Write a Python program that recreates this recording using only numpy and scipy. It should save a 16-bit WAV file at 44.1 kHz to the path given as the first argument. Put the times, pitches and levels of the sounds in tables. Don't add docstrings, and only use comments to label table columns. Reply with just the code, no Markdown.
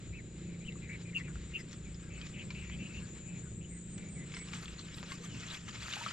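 import sys
import numpy as np
from scipy import signal
from scipy.fft import rfft, irfft, next_fast_len
from scipy.io import wavfile

SR = 44100
rng = np.random.default_rng(int(sys.argv[2]) if len(sys.argv) > 2 else 0)


def file_out(sig):
    cols = np.atleast_2d(sig).T
    lim = np.clip(cols, -1, 1)
    pcm = np.round(lim * 32767).astype(np.int16)
    wavfile.write(sys.argv[1], SR, pcm)


N = 269936
TIME = np.arange(N) / SR

# time in seconds, level in dB (all levels are relative).
LURE_DRAG = [(0, -77), (2, -70.5), (2.6, -65.5), (3.02, -75), (3.2, -73.5), (3.5, -81), (4.28, -71),
             (4.45, -63.5), (5.65, -62), (5.89, -53), (5.95, -49), (6.12, -53.5)]
# middle in seconds, length in seconds, level in dB.
LURE_TUGS = [(1.013, 0.03, -62), (1.191, 0.064, -59), (1.599, 0.039, -60), (1.72, 0.12, -66.5),
             (2.245, 0.16, -62), (2.974, 0.37, -63), (4.365, 0.082, -57), (4.502, 0.15, -58.5),
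             (4.585, 0.17, -56.5), (4.708, 0.089, -64), (4.793, 0.024, -59), (4.934, 0.092, -74),
             (4.984, 0.059, -58.5), (5.108, 0.14, -55.5), (5.247, 0.071, -56), (5.436, 0.26, -57),
             (5.532, 0.13, -52.5), (5.689, 0.024, -52), (5.746, 0.053, -57)]
# frequency in Hz, level in dB.
LEAF_SPECTRUM = [(300, -23), (550, -11), (800, -12), (1200, -2.5), (2000, -2.5), (3200, -2.5), (5800, -11),
                 (7500, -7.5), (8600, -23), (11000, -31.5), (13000, -36.5), (15000, -54.5)]


def leaf_rustle(level_db=5, jerk_db=1.4, snaps_per_s=460, spread_db=2.5, clump_db=2.16, cycles=4):
    crackle, t = np.zeros(N), TIME[:1500]
    for hz in np.geomspace(500, 15000, 24):
        at = rng.integers(0, N, int(snaps_per_s * N / SR))
        signs = rng.choice([-1, 1], len(at))
        snaps = np.zeros(N)
        snaps[at] = signs * gain_of(spread_db * np.minimum(rng.exponential(1, len(at)), 4))
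        clumps = snaps * gain_of(clump_db * wander(22))
        click = np.sin(2 * np.pi * hz * t) * t * np.exp(-2 * hz * t / cycles)
        crackle += np.sqrt(hz) * unit_rms(signal.oaconvolve(clumps, click)[:N])
    pull = swells(along(LURE_DRAG), LURE_TUGS) * gain_of(jerk_db * wander(54))
    rustle = colour(crackle, LEAF_SPECTRUM) * pull
    return gain_of(level_db) * outdoors(rustle, wet_db=-14.5, fade_s=0.063, balance_db=2.0)


# start in seconds, level in dB, ring pitch in Hz,
# seconds for the crack to fade by 60 dB.
STEM_TICKS = [(0.723, -40.5, 3680, .008), (1.183, -42, 4500, .012), (1.356, -39, 1450, 0.014),
              (1.711, -43, 3830, 0.021), (1.73, -36, 6500, 0.02), (1.9453, -38.5, 5100, 0.013),
              (2.2142, -33, 3130, 0.026), (2.2686, -32, 2960, 0.0098), (2.504, -32, 2350, 0.06),
              (2.698, -35, 1900, 0.015), (3.9802, -35.5, 6800, 0.026), (4.32, -34.5, 2330, 0.016),
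              (4.34, -31, 2500, 0.0076), (4.346, -32, 5100, 0.017), (4.3673, -31, 1990, 0.017),
              (4.37, -35, 1380, 0.019), (4.486, -35.5, 2870, 0.019), (4.532, -31, 3300, 0.005),
              (4.5354, -24, 2270, 0.012), (4.633, -35.5, 1180, 0.017), (4.657, -30, 3300, 0.013),
              (4.6808, -32, 2750, 0.018), (4.793, -32, 4120, .015), (4.8847, -39, 3050, 0.017),
              (4.944, -36.5, 3860, 0.033), (4.943, -51, 1910, .012), (4.984, -34.5, 3750, 0.011),
              (5.0296, -35.5, 1360, 0.0019), (5.0345, -33, 1220, 0.0086), (5.1186, -31, 2090, 0.033),
              (5.3461, -40, 2440, .02), (5.486, -30.5, 3470, .01), (5.503, -36, 3900, 0.012),
              (5.546, -31, 3330, 0.027), (5.6797, -44, 1670, 0.048), (5.71, -36, 4700, 0.013),
              (5.822, -30.5, 7040, 0.04), (5.831, -33, 3300, 0.014), (5.883, -28.5, 1840, .008),
              (5.926, -26.5, 3590, 0.032), (5.936, -23, 2920, 0.026), (6.031, -29, 6950, 0.013),
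              (6.037, -28, 2590, 0.011), (6.062, -32, 2920, 0.0083), (6.109, -32, 1370, 0.025)]


def stem_ticks(level_db=-4, ring_gain=0.91, ring_share=0.67, dull_hz=3200, snap_gain=4.8, snap_s=.0065):
    out, t = np.zeros(N), TIME[:4000]
    dull = signal.butter(1, dull_hz, fs=SR, output="sos")
    for s, db, hz, fade_s in STEM_TICKS:
        band = signal.butter(5, [min(.4 * hz, 1150), 6200], "band", fs=SR, output="sos")
        crack = signal.sosfilt(dull, rng.standard_normal(len(t))) * gain_of(-60 * t / fade_s)
        ring = np.sin(2 * np.pi * hz * t) * gain_of(-60 * t / (ring_share * fade_s))
        decay = np.pi * hz * t
        snap = snap_gain * np.exp(-(fade_s / snap_s) ** 2) * (1 - decay) * np.exp(-decay)
        add(out, s, gain_of(db) * signal.sosfilt(band, 1.12 * crack + ring_gain * ring + snap))
    return gain_of(level_db) * outdoors(out, wet_db=-16, fade_s=0.03, balance_db=2.5)


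# start in seconds, level in dB, starting pitch in Hz, seconds to fade by 60 dB.
WATER_PLOPS = [(0.756, -43, 1150, 0.013), (1.356, -43.5, 1380, 0.015), (5.031, -42, 1010, 0.0063),
               (5.118, -43, 1076, 0.075), (5.201, -47.5, 447, 0.079), (5.69, -50, 1680, 0.093),
               (5.967, -35.5, 816, 0.03), (6.01, -40, 917, 0.072), (6.0625, -25, 1242, 0.033)]


def water_plops(rise=2.0, attack_s=0.00078):
    out, t = np.zeros(N), TIME[:6000]
    for s, db, hz, fade_s in WATER_PLOPS:
        loudness = gain_of(db - 60 * t / fade_s) * (1 - np.exp(-t / attack_s))
        add(out, s, loudness * np.sin(2 * np.pi * hz * t * (1 + rise * t)))
    return outdoors(out, wet_db=-6.5, fade_s=0.09, balance_db=3.0)


# start in seconds, length in seconds, pitch in Hz, level in dB.
STEM_SCRAPES = [(1.581, 0.045, 5160, -62), (1.715, 0.021, 5700, -61), (4.773, 0.053, 4140, -58),
                (5.092, 0.052, 1636, -54.5), (5.23, 0.026, 6340, -59), (5.495, 0.029, 3770, -50),
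                (5.913, 0.045, 3270, -62)]


def stem_scrapes(width_hz=420, slip_db=3):
    out, slips = np.zeros(N), gain_of(slip_db * wander(150))
    rub = (wander(width_hz) + 1j * wander(width_hz)) * slips
    for s, length, hz, db in STEM_SCRAPES:
        t = TIME[:int(length * SR)]
        stroke = (rub[int(s * SR):][:len(t)] * np.exp(2j * np.pi * hz * t)).real
        add(out, s, gain_of(db) * unit_rms(stroke * signal.windows.tukey(len(t), .6)))
    return outdoors(out, wet_db=-14, fade_s=0.11, balance_db=2.5)


# middle in seconds, length in seconds, level in dB.
SPRAY_BURSTS = [(1.593, .04, -74), (1.727, .04, -80), (4.554, 0.083, -75), (4.63, 0.063, -70),
                (4.975, 0.079, -70), (5.128, 0.07, -68.5), (5.255, 0.067, -74), (5.54, 0.073, -73),
                (5.96, 0.44, -70.5)]
# frequency in Hz, level in dB.
SPRAY_SPECTRUM = [(4000, -33), (7000, -2.5), (9000, 1.5), (11500, -6), (13500, -10), (15500, -14.5)]


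def water_spray(flicker_db=3):
    spray = stereo(*noise_pair(SPRAY_SPECTRUM), balance_db=-7)
    return spray * swells(-110, SPRAY_BURSTS) * gain_of(flicker_db * wander(200))


# start in seconds,
# length in seconds, pitch in Hz, level in dB, hoarseness from 0 to 1.
STEPPED_BIRD_CALLS = [(0.676, 0.026, 2850, -49.5, 0.29), (1.144, 0.047, 2840, -39.5, 0.24),
                      (1.533, 0.054, 2800, -44.5, 0.43)]
# start in seconds, length in seconds, start pitch in Hz, end pitch in Hz,
# bend in the middle in Hz, level in dB, hoarseness (capped at 1).
SLIDING_CHIRPS = [(0.119, 0.1, 2314, 1873, 561, -59, 0.4), (0.442, 0.14, 2500, 2150, 102, -69, 0.7),
                  (0.599, 0.052, 2290, 2370, 82, -64.5, 0.4), (0.642, 0.044, 2680, 3170, 178, -61.5, 0.26),
                  (0.809, 0.083, 2460, 2130, 92, -61, 0.72), (0.881, 0.094, 2054, 2110, 258, -53, 0.6),
                  (1.044, 0.07, 2430, 2310, 78, -61.5, 0.48), (1.226, 0.071, 2424, 2300, 106, -61, 0.69),
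                  (1.268, 0.056, 1880, 1445, -2, -64, .76), (1.842, 0.054, 2520, 2250, 3, -66.5, 0.46),
                  (2.016, 0.092, 1648, 1554, 0, -70, 0.64), (2.087, 0.12, 2270, 2620, 233, -61, 0.7),
                  (2.202, 0.075, 2520, 2440, 1, -60.5, 0.33), (2.332, 0.06, 2925, 2370, 2, -58, 0.8),
                  (2.372, 0.07, 2570, 2500, 239, -54.5, 0.83), (2.532, 0.11, 2530, 2774, 55, -57, 0.59),
                  (2.607, 0.084, 2350, 2690, 0, -60, 1.1), (2.676, 0.1, 2197, 2660, 105, -58.5, 0.82),
                  (2.705, 0.056, 3150, 3320, 3, -62, 0.5), (2.779, 0.11, 2660, 2780, 42, -56, 0.53),
                  (2.884, 0.05, 2600, 2700, 1, -61, 0.6), (2.932, 0.07, 2495, 2850, 67, -55.5, 0.37),
                  (3.009, 0.064, 1850, 1510, 1, -67.5, 0.5), (3.234, 0.17, 2465, 2440, 150, -65, 0.55),
                  (3.421, 0.071, 1698, 1440, 4, -70, 0.65), (3.598, 0.071, 2540, 3120, -2, -66.5, 0.67),
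                  (3.693, 0.11, 2340, 1830, -7, -69.5, 0.7), (3.954, 0.17, 2394, 2310, -63, -66.5, 0.6),
                  (4.143, 0.12, 2316, 2040, -130, -63.5, 0.4), (4.328, 0.12, 2250, 2250, -58, -60, 0.45),
                  (5.271, 0.14, 3280, 2550, -100, -64, 0.42)]


def hoarse_birds(level_db=3.5, rattle_hz=120, hoarse_extra_hz=230, rattle_depth=.38, warble=.115):
    out, shake, uneven = np.zeros(N), wander(170), 1 + .25 * wander(60)
    flutter = (wander(450) + 1j * wander(450)) / np.sqrt(2)

    def voice(s, hz, hoarse):
        span, hoarse = slice(int(s * SR), int(s * SR) + len(hz)), np.clip(hoarse, 0, 1)
        beat_hz = (rattle_hz + hoarse_extra_hz * hoarse) * uneven[span]
        beat = np.cos(2 * np.pi * np.cumsum(beat_hz) / SR)
        pitch = hz * (1 + hoarse * (.04 * shake[span] - warble * beat))
        whistle = np.exp(2j * np.pi * np.cumsum(pitch) / SR)
        roughness = 1 - .7 * hoarse * (1 - flutter[span])
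        return unit_rms((whistle * (1 + rattle_depth * beat) * roughness).real)

    def low_note(s, length, hz, db, fall_hz_per_s=6900):
        t = TIME[:int(length * SR)]
        note = voice(s, hz - fall_hz_per_s * (t - length / 2), hoarse=.45)
        add(out, s, gain_of(db) * note * signal.windows.tukey(len(t), .6))

    lead_in_s, overlap_s, sag_hz = 0.016, 0.0071, 150
    for s, length, top_hz, db, hoarse in STEPPED_BIRD_CALLS:
        progress = np.linspace(0, 1, int(length * SR))
        effort = (gain_of(-6) + np.sin(np.pi * progress) ** 4) * signal.windows.tukey(len(progress), .2)
        add(out, s, gain_of(db) * voice(s, top_hz - sag_hz * progress, hoarse) * effort)
        low_note(s - lead_in_s, length=lead_in_s, hz=top_hz * 0.75, db=db - 15)
        low_note(s + length - overlap_s, length=0.043, hz=top_hz * .74, db=db - 11.5)
    for s, length, start_hz, end_hz, bend_hz, db, hoarse in SLIDING_CHIRPS:
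        progress = np.linspace(0, 1, int(length * SR))
        hz = start_hz + (end_hz - start_hz) * progress + bend_hz * np.sin(np.pi * progress) ** 2
        add(out, s, gain_of(db) * unit_rms(voice(s, hz, hoarse) * signal.windows.tukey(len(hz), 0.45)))
    out += gain_of(-10) * echoes(out, fade_s=.035)
    return gain_of(level_db) * outdoors(out, wet_db=-21, fade_s=.45, balance_db=3.5)


# start in seconds, length in seconds,
# pitch in Hz at the start and at the end of the slide, level in dB.
THIN_NOTES = [(3.43, 0.13, 8280, 8330, -72.5), (3.675, 0.16, 8400, 7860, -60.5),
              (3.887, 0.115, 8410, 7770, -60), (4.079, 0.14, 8390, 7750, -60),
              (4.327, 0.15, 8100, 7770, -57.5)]


def thin_bird(wet_db=-6, fade_s=0.78, flick_hz=800, flick_s=0.0056):
    out, shake, flutter = np.zeros(N), wander(350), wander(450)
    for s, length, start_hz, end_hz, db in THIN_NOTES:
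        t = TIME[:int(length * SR)]
        span = slice(int(s * SR), int(s * SR) + len(t))
        slide = start_hz + (end_hz - start_hz) * t / length
        hz = (slide + flick_hz * np.exp(-t / flick_s)) * (1 + .006 * shake[span])
        whistle = np.sin(2 * np.pi * np.cumsum(hz) / SR) * (1 + .45 * flutter[span])
        add(out, s, gain_of(db) * unit_rms(whistle * np.sin(np.pi * t / length)))
    blur = np.array([echoes(out, fade_s), echoes(out, fade_s)])
    return (out + gain_of(wet_db) * blur) * pan(-7.0)


# pitch in Hz, width of the band in Hz, throbs per second,
# time of one throb in seconds, throb depth in dB, left minus right in dB.
INSECT_VOICES = [(6930, 270, 7.25, .485, 4.8, 8), (7220, 220, 6.1, .1, 1, 12),
                 (7600, 300, 7.17, 2.045, 5, 8), (7880, 380, 7.17, 2.045, 3, -1),
                 (3960, 170, 5.3, 0, .5, 0)]
# steady level in dB,
# then the swell's middle in seconds, length in seconds and level in dB.
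INSECT_SWELLS = [(-66, 3.4, 2.6, -66), (-68, 3.24, 0.56, -59), (-69, 3.95, 7.1, -65.5),
                 (-79, 1.2, 2.4, -70.5), (-86.5, 0.49, 2.3, -74)]


def insects(early_depth=.5, full_depth_s=3.2):
    out, deepening = np.zeros((2, N)), np.interp(TIME, [0, full_depth_s], [early_depth, 1])
    for voice, (steady_db, *swell) in zip(INSECT_VOICES, INSECT_SWELLS):
        hz, width_hz, rate, peak_s, depth_db, balance_db = voice
        narrow = signal.butter(2, width_hz / 2, fs=SR, output="sos")
        wings = signal.sosfilt(narrow, rng.standard_normal((2, N)) + 1j * rng.standard_normal((2, N)))
        rasp = unit_rms((wings * np.exp(2j * np.pi * hz * TIME)).real)
        throb_db = depth_db * deepening * np.cos(2 * np.pi * rate * (TIME - peak_s)) + 1.7 * wander(26)
        out += rasp * swells(steady_db, [swell]) * gain_of(throb_db) * pan(balance_db)
    return out


# time in seconds, firings per second.
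FIRING_RATE = [(0, 28.62), (.6, 28.62), (1.4, 28.75), (2.2, 28.68), (3, 28.86), (3.8, 28.84), (4.6, 28.71),
               (6.12, 28.6)]
# time in seconds, level in dB.
ENGINE_LOUDNESS = [(0, -48.5), (.7, -45.5), (2.2, -49), (3.2, -48), (5.1, -48.5), (6.12, -55.5)]
# multiple of the firing rate, level in dB.
ENGINE_TONES = [(1, -33), (2, -8), (3, -14.5), (4, -5), (5, -1), (6, 3), (7, -4.5), (8, -12), (9, -22.5),
                (10, -10.5), (11, -17.5), (12, -9.5), (13, -14.5), (14, -16.5), (15, -20.5), (16, -17),
                (17, -22), (18, -22), (19, -28), (20, -24.5)]


def boat_engine(level_db=-1, waver_db=2, puff_db=-9):
    firings = np.cumsum(along(FIRING_RATE)) / SR
    thuds = np.zeros(N)
    for multiple, db in ENGINE_TONES:
        strength = gain_of(db + waver_db * wander(2.14))
        thuds += strength * np.cos(2 * np.pi * multiple * firings + rng.standard_normal())
    puff_spectrum = [(60, 9.5), (150, 1.5), (330, 2.5), (500, -10.0), (900, -27.5), (4000, -100)]
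    puffs = colour(rng.standard_normal(N) * np.cos(np.pi * firings) ** 4, puff_spectrum)
    return (unit_rms(thuds) + gain_of(puff_db) * puffs) * gain_of(along(ENGINE_LOUDNESS) + level_db)


# frequency in Hz, level in dB.
RUMBLE_SPECTRUM = [(30, -36.5), (55, -9), (90, -3), (130, 0.5), (200, -3.5), (280, -12.5), (420, -19),
                   (600, -24), (900, -35), (2000, -58.5), (6000, -100)]
WIND_SPECTRUM = [(10, -30), (28, -6), (42, -0.5), (60, 18.5), (75, 5.5), (110, 8.5), (250, -56.5),
                 (1500, -110)]
HISS_SPECTRUM = [(200, -37), (800, -4), (1500, 2), (2400, 5.5), (3300, 0.5), (3950, 2), (4400, -4.5),
                 (6200, -8.5), (8000, -23.5), (8800, -24), (11500, -58.5), (12500, -61.5), (16000, -82)]
# middle in seconds, length in seconds, level in dB.
WIND_GUSTS = [(0.072, 0.35, -49.5), (0.795, 0.21, -58), (1.45, 0.29, -43), (1.88, 0.12, -46),
              (2.688, 0.42, -54), (2.996, 0.17, -38.5), (3.426, 0.83, -50.5), (4.937, 0.69, -74)]


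def air(rumble_db=-51, lump_db=2.5, breeze_db=-60, buffet_db=4.5, hiss_db=-64):
    rumble = stereo(*noise_pair(RUMBLE_SPECTRUM), balance_db=-0.5)
    rumble *= gain_of(rumble_db + lump_db * wander(4.4))
    shared, side = noise_pair(WIND_SPECTRUM)
    wind = np.array([shared + 0.071 * side, shared - 0.092 * side]) * pan(0.6)
    wind *= swells(breeze_db, WIND_GUSTS) * gain_of(buffet_db * wander(2.0))
    hiss = stereo(*noise_pair(HISS_SPECTRUM), balance_db=0.5)
    return rumble + wind + hiss * gain_of(hiss_db + 2.46 * wander(10.0))


# frequency in Hz, likeness from 0 to 1.
STEREO_LIKENESS = [(50, 0.98), (200, 0.93), (600, 0.97), (2500, 0.84), (5000, 0.89), (8000, 0.25)]
# frequency in Hz, lead in radians.
LEFT_LEAD = [(30, 1), (300, -0.73), (900, -0.94), (2400, -0.9), (5500, -1.1), (7000, -0.85)]


def stereo(left, unrelated, balance_db):
    count = next_fast_len(N)
    hz = np.fft.rfftfreq(count, 1 / SR)
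    same = np.clip(at_frequency(STEREO_LIKENESS, hz), 0, 1)
    right = same * rfft(left, count) + np.sqrt(1 - same ** 2) * rfft(unrelated, count)
    right *= np.exp(-1j * at_frequency(LEFT_LEAD, hz))
    return np.array([left, irfft(right, count)[:N]]) * pan(balance_db)


def echoes(x, fade_s):
    t = TIME[:SR // 2]
    tail = rng.standard_normal(len(t)) * gain_of(-60 * t / fade_s) * (t > .003)
    return signal.fftconvolve(x, tail / np.linalg.norm(tail))[:N]


def outdoors(x, wet_db, fade_s, balance_db):
    near = x + gain_of(wet_db) * echoes(x, fade_s)
    return stereo(near, echoes(near, fade_s=.025), balance_db)


def gain_of(db):
    return 10 ** (np.asarray(db) / 20)


def unit_rms(x):
    return x / np.sqrt(np.mean(x ** 2) + 1e-20)


def at_frequency(rows, hz):
    row_hz, value = np.transpose(rows)
    return np.interp(np.log(hz + 1), np.log(row_hz + 1), value)


def along(rows):
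    return np.interp(TIME, *np.transpose(rows))


def swells(base_db, rows):
    bumps = sum(gain_of(db) ** 2 * np.maximum(1 - (2 * (TIME - middle) / length) ** 2, 0) ** 2
                for middle, length, db in rows)
    return np.sqrt(gain_of(base_db) ** 2 + bumps)


def add(mix, s, sound):
    part = mix[max(round(s * SR), 0):][:len(sound)]
    part += sound[:len(part)]


def wander(rate_hz):
    count = next_fast_len(N)
    smoothing = np.exp(-(np.fft.rfftfreq(count, 1 / SR) / rate_hz) ** 2)
    return unit_rms(irfft(rfft(rng.standard_normal(count)) * smoothing, count)[:N])


def colour(x, spectrum):
    count = next_fast_len(N)
    gains = gain_of(at_frequency(spectrum, np.fft.rfftfreq(count, 1 / SR)))
    return unit_rms(irfft(rfft(x, count) * gains, count)[..., :N])


def noise_pair(spectrum):
    return colour(rng.standard_normal((2, N)), spectrum)


def pan(balance_db):
    return gain_of([[balance_db / 2], [-balance_db / 2]])


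def scene():
    shore = boat_engine() + air() + insects() + hoarse_birds() + thin_bird()
    return shore + leaf_rustle() + water_spray() + stem_scrapes() + stem_ticks() + water_plops()


def record(dry):
    low_pass = signal.firwin(511, 15200, window=("kaiser", 9), fs=SR)
    return signal.oaconvolve(dry, low_pass[None], "same")


dry = scene()
out = record(dry)
file_out(out)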